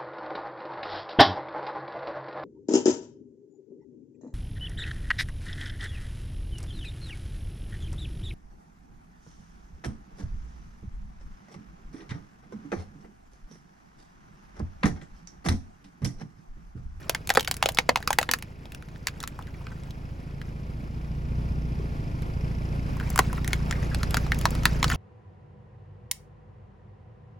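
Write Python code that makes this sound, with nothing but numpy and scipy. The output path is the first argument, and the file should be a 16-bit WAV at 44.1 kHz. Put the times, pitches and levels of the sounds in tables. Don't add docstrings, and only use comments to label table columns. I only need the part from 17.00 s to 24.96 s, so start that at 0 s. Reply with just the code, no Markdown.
import sys
import numpy as np
from scipy import signal
from scipy.fft import rfft, irfft, next_fast_len
from scipy.io import wavfile
from scipy.ndimage import uniform_filter1d, map_coordinates

SR = 44100
rng = np.random.default_rng(int(sys.argv[2]) if len(sys.argv) > 2 else 0)


def generate_wav(signal):
    frames = np.transpose(np.atleast_2d(signal))
    scaled = np.clip(frames, -1, 1) * 32767
    pcm = np.round(scaled).astype(np.int16)
    wavfile.write(sys.argv[1], SR, pcm)


N = 351036

# (time [s], speed [turns/s])
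SHAFT_SPEED = [(0, 13.8), (.95, 13.83), (1.2, 13.69), (3.35, 13.69), (3.7, 14.44), (4.2, 14.53),
               (4.4, 15.1), (4.7, 14.95), (4.85, 14.4), (5.0, 13.3), (5.2, 13.35), (5.45, 14.2),
               (5.7, 14.37), (6.25, 14.35), (6.8, 14.635), (7.4, 14.42), (7.96, 14.46)]
# (time [s], exhaust level [dB], engine bay level [dB])
ENGINE_LEVELS = [(0.0, -42.5, -47), (1.13, -40.5, -49), (1.42, -43.5, -50), (3.94, -34, -45.5),
                 (4.57, -28.5, -43), (4.88, -31.5, -42.5), (5.6, -29.5, -40), (7.96, -27, -36)]
# (frequency [Hz], relative gain [dB])
PIPE_GAIN = [(14, -49), (22, 0.5), (29, -0.5), (41, -16), (58, 5), (73, 6), (88, -5), (150, 0.5),
             (197, -12), (235, -10), (284, -34), (320, -29), (500, -28), (1100, -120)]
# (frequency [Hz], relative density [dB])
FLOW_SPECTRUM = [(20, -41), (48, -6.5), (78, 10.5), (108, 6.5), (147, 6), (228, -3.5), (267, -1.5),
                 (600, -30.5), (780, -36), (1320, -120)]
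# (frequency [Hz], relative density [dB])
BAY_SPECTRUM = [(150, 3.5), (300, 1), (600, -4), (1000, -8), (1400, -11), (1900, -15.5), (2400, -16.5),
                (3800, -25), (4900, -24.5), (7000, -34), (11000, -33), (15500, -41)]
# (frequency [Hz], width of one pass [Hz], gain of one pass [dB])
VALVE_MODES = [(2400, 750, 0), (5000, 900, -4)]
# (frequency [Hz], amplitude beside the rattle [dB])
ENGINE_TONES = [(1400, -16), (11345, -40)]
# (frequency [Hz], lead of the left channel [rad])
BAY_PHASE = [(0, 0), (300, .5), (2700, 6.2), (5400, 5.9), (6400, 6.3), (16500, 6.3)]

# (time [s], creak level [dB])
CREAK_LEVEL = [(0, -56.5), (.3, -62), (1.35, -60), (1.5, -67.5), (2.25, -61.5), (2.75, -62), (3.1, -66.5),
               (5.8, -67.5), (6.0, -54), (6.2, -49), (6.62, -57.5), (6.75, -55.5), (6.9, -55), (7.15, -51),
               (7.72, -52), (7.86, -50.5), (7.91, -35.5), (7.96, -43)]
GRIT_DB = -5
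GRIT_GROWS = 0.2

# (frequency [Hz], time to fall 60 dB [s])
GAP_DECAY = [(300, 0.11), (2000, 0.055), (8000, 0.031)]

# (time [s], level [dB], strongest pitch [Hz], rasp beside it [dB], fizz beside it [dB])
CRACK_EVENTS = [(0.095, -13, 623, 5.5, 3.5), (0.148, -17, 1850, 5, -3), (0.273, -27, 3970, -1, 7),
                (0.292, -14, 2430, -1, 0.5), (0.302, -9.5, 1840, 4, -9), (0.306, -13.5, 705, -29, -30),
                (0.338, -33, 867, 2, 12), (0.35, -21.5, 900, 6, 2), (0.355, -20, 616, 7, -17),
                (0.372, -3, 1360, -4, -10.5), (0.374, -6.5, 518, -29, -26), (0.395, -19.5, 3220, 6.5, -1),
                (0.407, -18.5, 3200, -2, -1), (0.428, -34, 3060, 5, 5.5), (0.447, -30, 2970, 6.5, 4),
                (0.475, -31, 2770, 21, -3), (0.481, -25, 720, -8, 5), (0.512, -14, 4630, 1, 5.5),
                (0.541, -30, 4500, 4, 6), (0.567, -33.5, 5670, 5, 12), (0.626, -11, 987, 6, -3.5),
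                (0.637, -21.5, 750, 3, -11), (0.658, -13, 660, 7.5, -12), (0.688, -18.5, 654, 8.5, 4),
                (0.72, -41, 3020, -3, 14), (0.747, -25.5, 5000, -21, 0), (0.772, -21, 1270, 7, -20),
                (0.786, -5, 2160, 2, -42), (0.892, -3.5, 1980, -2.5, -29), (0.89, -8, 632, -21, -12),
                (0.958, -6, 1010, -4, -15), (0.972, -21.5, 730, 2, -25), (1.003, -36, 724, -3, -3),
                (1.026, -25, 1700, -13, -6.5), (1.075, -12, 1290, 4, -6), (1.105, -10.5, 830, -4, -4),
                (1.129, -17, 1710, 3.5, 5), (1.186, -4.5, 1865, -1, -3), (1.213, -22.5, 695, 5, -14),
                (1.228, -18.5, 1440, 1.5, -3.5), (1.29, -11, 1630, -11, -40), (1.313, -15.5, 4760, 6, 8.5),
                (1.336, -12.5, 1700, 5, 2), (1.387, -40, 2040, 6, 11), (1.424, -25, 2400, 0, -1.5),
                (1.655, -42, 840, 9, -21), (1.72, -38, 2560, 7.5, 5.5), (1.747, -31, 2730, 0, 1.5),
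                (1.824, -35.5, 1570, -4, -7), (1.886, -42, 1990, 1, -9), (1.959, -37, 1700, -23, -23),
                (2.07, -14.5, 4800, 5.5, -8), (2.083, -32, 3040, 14.5, -20), (2.203, -30, 3520, 3, 2),
                (2.228, -36, 1360, 7, 11), (2.212, -40, 1350, 0, -10), (2.237, -26.5, 1220, 8, -12),
                (2.275, -37, 1970, 15.5, 17), (2.39, -26.5, 930, -25, -11.5), (2.424, -36.5, 3180, -11, -7),
                (2.47, -38, 1900, -18, -7), (2.668, -33, 1470, 0.5, -23), (2.835, -42, 3620, -9, -5),
                (2.907, -33, 3600, -21, -7), (3.415, -31, 1610, 1, -15), (5.221, -42.5, 3500, 5, 6),
                (5.968, -32.5, 1030, -25, -4), (5.999, -23.5, 1540, -30, -10), (6.102, -33.5, 650, -17, 13),
                (6.159, -16, 1060, -19, 1), (6.177, -16.5, 1050, 0, -1), (6.19, -3.5, 1080, -8, -1.5),
                (6.1911, -6, 1076, -1, -20), (6.192, -13, 710, -25, -25), (6.193, -19, 390, -25, -25),
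                (6.329, -22.5, 1000, -25, -3.5), (6.38, -28.5, 1290, -21, -26),
                (6.445, -24.5, 1920, -1, -4), (6.477, -20.5, 1940, -16, 4.5),
                (6.531, -11.5, 1950, -3.5, -4), (6.71, -17.5, 1180, 3, -4.5),
                (6.725, -19.5, 1870, -22, -11), (6.828, -29, 1920, -20, -23), (6.946, -30, 806, 14.5, 3),
                (7.031, -20, 1360, 4.5, -9), (7.108, -40, 637, 17, 18), (7.143, -20, 780, 12, -1),
                (7.169, -14, 1370, 3, -3.5), (7.265, -27, 920, -3.5, -15), (7.319, -9.5, 1720, -22, -14),
                (7.345, -33, 2830, 6, 4), (7.388, -41.5, 2070, -14, 20), (7.412, -31, 1450, 8, 6.5),
                (7.454, -6.5, 985, 1, -11), (7.506, -35, 5000, 2, 12), (7.551, -34.5, 1180, 9.5, 6),
                (7.634, -31, 1220, 6.5, -7), (7.654, -8, 1570, 7.5, -0.5), (7.828, -14, 1035, 8, -36),
                (7.842, -8.5, 1380, 1.5, -39), (7.9, -14, 1600, -22, -7), (7.88, -22, 4550, -10, -14)]
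# (frequency [Hz], width [Hz], gain [dB])
SHELL_MODES = [(263, 29, 14.5), (380, 170, 9), (495, 32, 20.5), (830, 227, 24.5)]
BOOM_DB, BOOM_FROM_HZ, BOOM_FALLS_DB = -3.5, 1080, 64
BOOM_GROWS = 0.43
FLAT_S, FLAT_DB = 1.5, -7
TEARING = .1
RASP_FROM, RASP_FROM_HZ = 0.55, 1150

# (time [s], length [s], first pitch [Hz], level [dB])
SCRAPE_EVENTS = [(2.41, 0.012, 1046, -49), (2.472, 0.027, 1625, -56), (2.54, 0.015, 2310, -54.5),
                 (2.608, 0.016, 1146, -52), (2.702, 0.011, 1180, -54), (2.717, 0.013, 1600, -49),
                 (6.006, 0.013, 1560, -42), (6.027, 0.017, 1640, -45), (6.06, 0.032, 2240, -52),
                 (6.246, .012, 1960, -49), (6.297, .015, 1780, -45), (6.37, 0.025, 2020, -50),
                 (6.505, 0.011, 1900, -44), (6.75, 0.032, 2020, -47.5), (6.911, 0.033, 1700, -45.5),
                 (7.913, 0.014, 1700, -27), (7.917, 0.027, 3260, -42), (7.926, 0.0045, 1700, -39)]
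SCRAPE_FALLS, SCRAPE_WIDTH_HZ = 0.165, 720

# (time [s], level [dB])
BUMP_EVENTS = [(4.796, -24.5), (4.84, -26.5)]

# (frequency [Hz], lead of the left channel [rad])
PORT_PHASE = [(0, 0), (1500, .1), (2800, .6), (4900, .5), (6000, 0), (7400, -.1), (8350, -2.8),
              (9560, -3.5), (10500, -6), (11600, -6.5), (12500, -9), (13700, -9.6), (14600, -12.3),
              (16500, -12.6)]
TOP_HZ = 17000


def amp(db):
    return 10 ** (np.asarray(db) / 20)


def unit(x):
    return x / np.sqrt(np.mean(x ** 2) + 1e-20)


def peak(x):
    return x / np.abs(x).max()


def burst(x):
    return 3 * x / np.linalg.norm(x)


def along(points, hz):
    f, value = np.transpose(points)
    return np.interp(np.log(hz + 1), np.log(f + 1), value)


def curves(rows):
    times, *columns = np.transpose(rows)
    return [np.interp(np.arange(N) / SR, times, column) for column in columns]


def wobble(rate):
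    knots = rng.standard_normal(int(N * rate / SR) + 4)
    return map_coordinates(knots, [np.arange(N) * rate / SR])


def spread(unlike):
    mid, side = rng.standard_normal((2, N))
    return unit(np.array([mid + unlike * side, mid - unlike * side]))


def filtered(x, response):
    length = x.shape[-1]
    m = 2 * next_fast_len(length // 2 + min(length // 8, 8192))
    return irfft(rfft(x, m) * response(np.fft.rfftfreq(m, 1 / SR)), m)[..., :length]


def causal(points):
    def response(hz):
        cepstrum = irfft(np.log(amp(along(points, hz)) + 1e-6))
        cepstrum[1:len(hz) - 1] *= 2
        cepstrum[len(hz):] = 0
        return np.exp(rfft(cepstrum))
    return response


def lead(points):
    f, turn = np.transpose(points)
    return lambda hz: np.exp(.5j * np.outer([1, -1], np.interp(hz, f, turn)))


def mode(f, hz, width):
    return 1j * f * width / (hz * hz - f * f + 1j * f * width)


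def modes(table):
    return lambda f: sum(amp(db) * mode(f, hz, width) for hz, width, db in table)


def exhaust(firings, unevenness_db, beat):
    at = np.flatnonzero(np.diff(np.floor(firings)))
    alternation = 1 - .31 * (-1.) ** np.arange(len(at))
    puffs = np.zeros(N)
    puffs[at] = -alternation * amp(unevenness_db)
    detour = lambda hz: np.exp(-2j * np.pi * 0.01561 * np.clip(hz - 85, 0, None))
    throb = unit(filtered(puffs, lambda hz: causal(PIPE_GAIN)(hz) * detour(hz)))
    flow = spread(unlike=0.29) * amp(0.58 * beat)
    flow = unit(filtered(flow, lambda hz: amp(along(FLOW_SPECTRUM, hz))))
    return throb * amp([[-.4], [.4]]) + amp(-7) * flow


def valve_knock(firings, speed, unevenness_db):
    since = (firings - .59) % 1 / (2 * speed)
    which = np.clip(firings.astype(int) - 1, 0, len(unevenness_db) - 1)
    strength = amp(unevenness_db)[which]
    noise = spread(unlike=0.55) * strength * amp(-60 * since / 0.074)
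    return unit(filtered(noise, lambda f: modes(VALVE_MODES)(f) ** 2))


def engine_tones():
    t = np.arange(N) / SR
    return sum(amp(db + 2.7 * wobble(6.3)) * np.sin(2 * np.pi * hz * t + 2.3 * wobble(25))
               for hz, db in ENGINE_TONES)


def engine():
    speed, = curves(SHAFT_SPEED)
    exhaust_db, bay_db = curves(ENGINE_LEVELS)
    firings = 2 * np.cumsum(speed) / SR + 0.73
    count = np.count_nonzero(np.diff(np.floor(firings)))
    chance = rng.standard_normal((count, 2))
    beat = np.cos(2 * np.pi * (firings - .54))
    pipe = exhaust(firings, 1.1 * chance[:, 0], beat)
    rattle = spread(unlike=0.41) * amp(0.72 * beat + 0.91 * wobble(20))
    rattle = unit(filtered(rattle, lambda hz: amp(along(BAY_SPECTRUM, hz))))
    knock_db = -17.5 + 0.086 * (bay_db - bay_db.mean())
    knock = amp(knock_db) * valve_knock(firings, speed, 1.5 * chance[:, 1])
    bay = filtered(rattle + knock + engine_tones(), lead(BAY_PHASE))
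    return amp(exhaust_db) * pipe + amp(bay_db) * bay


def grains(count, hz, scatter, cycles, size):
    when, pitch = rng.random(count), rng.standard_normal(count)
    strength = rng.exponential(size=count)
    t = np.arange(size) / SR
    tone = np.clip(hz * np.exp(scatter * pitch), 700, 16000)[:, None]
    gain = amp(3.9 * np.minimum(strength, 4.5))[:, None]
    rings = gain * np.sin(2 * np.pi * tone * t) * np.exp(-t * tone / cycles)
    at = (when * N).astype(int)[:, None] + np.arange(size)
    return unit(np.bincount(at.ravel(), rings.ravel(), N)[:N])


def creak():
    creak_db, = curves(CREAK_LEVEL)
    clumps_db = 2.5 * wobble(25)
    slips = grains(count=5000, hz=1700, scatter=0.33, cycles=3.3, size=440)
    grit = grains(count=14000, hz=6610, scatter=0.593, cycles=11.0, size=90)
    grit_db = GRIT_DB + GRIT_GROWS * (creak_db - creak_db.mean())
    return amp(creak_db + clumps_db) * (slips + amp(grit_db) * grit)


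def hollow(x, piece=SR // 5):
    out = np.zeros((2, N + 2 * piece))
    for a in range(0, N, piece):
        hz, t, z = signal.stft(rng.standard_normal((2, piece)), SR, nperseg=128)
        decay = amp(-60 * t / along(GAP_DECAY, hz)[:, None])
        tail = signal.istft(z * decay, SR, nperseg=128)[1][:, :piece]
        tail = tail / np.linalg.norm(tail[0])
        wet = signal.fftconvolve(x[None, a:a + piece], tail, axes=1)
        out[:, a:a + wet.shape[1]] += wet
    return np.pad(out, ((0, 0), (90, 0)))[:, :N]


def crack(t, db, hz, rasp_db, fizz_db):
    tear = rng.standard_normal((3, len(t))) * (1 - np.exp(-t / 0.00052)) ** 2
    tear[1:] *= amp(1.5 * rng.standard_normal((2, len(t))))
    snap = t == t[30]
    force = TEARING * tear[0] * amp(-60 * t / 0.016) + snap

    upper = 1.754 * np.exp(0.23 * rng.standard_normal())
    main = lambda f: mode(f, hz, 220 + .25 * hz) ** 2
    panel = lambda f: main(f) + 0.32 * mode(f, upper * hz, 200 + 0.59 * hz) ** 2
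    ring = filtered(force, lambda f: panel(f) * mode(f, 0.81 * hz, 36.0 * hz))

    boom = filtered(force, lambda f: modes(SHELL_MODES)(f) * mode(f, 430, 930))
    boom_db = BOOM_DB + FLAT_DB * 0 + BOOM_GROWS * db
    boom_db += BOOM_FALLS_DB * min(np.log2(hz / BOOM_FROM_HZ), 0)

    shards = np.clip(3500 * np.exp(0.489 * rng.standard_normal(3)), 900, 9000)
    splinters = lambda f: 1 + sum(0.8 * mode(f, c, 0.13 * c) for c in shards)
    edge_hz = min(RASP_FROM * hz, RASP_FROM_HZ)
    small = lambda f: (f * f / (f * f - edge_hz ** 2 - 1j * f * edge_hz)) ** 2
    rasp_decay = amp(-60 * t / 0.0075) + amp(-28.0 - 60 * t / 0.081)
    rasp = filtered(tear[1] * rasp_decay, lambda f: mode(f, 1880, 5800) ** 2 * splinters(f) * small(f))

    fizz_decay = amp(-60 * t / 0.006) + amp(-39.0 - 60 * t / 0.12)
    fizz = filtered(tear[2] * fizz_decay, lambda f: mode(f, 9050, 9100) ** 2)

    swell = 1 - np.exp(-t / 0.00072)
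    tonal = peak(swell * ring), peak(swell * boom)
    noisy = amp(rasp_db) * burst(rasp) + amp(fizz_db) * burst(fizz)
    return tonal[0], amp(boom_db) * tonal[1], noisy


def cracks():
    out, t = np.zeros(N + SR), np.arange(SR // 15) / SR
    for s, db, hz, rasp_db, fizz_db in CRACK_EVENTS:
        ring, boom, noisy = crack(t, db, hz, rasp_db, fizz_db)
        flat = amp(FLAT_DB * (s > FLAT_S))
        out[round(s * SR):][:len(t)] += amp(db) * (ring + flat * boom + noisy)
    return out[:N]


def scrapes():
    out = np.zeros(N + SR)
    for s, length, hz, db in SCRAPE_EVENTS:
        u = np.arange(round(length * SR)) / (length * SR)
        turn = 2 * np.pi * hz * length * (u - SCRAPE_FALLS * u * u / 2)
        noise = rng.standard_normal((2, SR // 10))
        a, b = uniform_filter1d(noise, int(SR / SCRAPE_WIDTH_HZ), axis=1)[:, :len(u)]
        squeak = unit((a + 0.03) * np.sin(turn) + b * np.cos(turn))
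        envelope = np.sqrt(4 * u) * (1 - u) * 2
        out[round(s * SR):][:len(u)] += amp(db) * envelope * squeak
    return out[:N]


def bumps():
    out, t = np.zeros(N), np.arange(SR // 10) / SR
    for s, db in BUMP_EVENTS:
        envelope = amp(db - 60 * t / 0.042) * (1 - np.exp(-t / 0.0026))
        out[round(s * SR):][:len(t)] += envelope * np.sin(2 * np.pi * 400 * t)
    return out


def scene():
    near = cracks() + creak() + scrapes() + bumps()
    direct = near * amp([[.2], [-.2]])
    return direct + amp(-10.5) * hollow(near) + engine()


def record(dry):
    heard = filtered(dry, lead(PORT_PHASE))
    heard = heard / (1 + np.abs(heard / .93) ** 6) ** (1 / 6)
    return filtered(heard, lambda hz: np.clip((TOP_HZ - hz) / 900, 0, 1) ** 2)


dry = scene()
out = record(dry)
generate_wav(out)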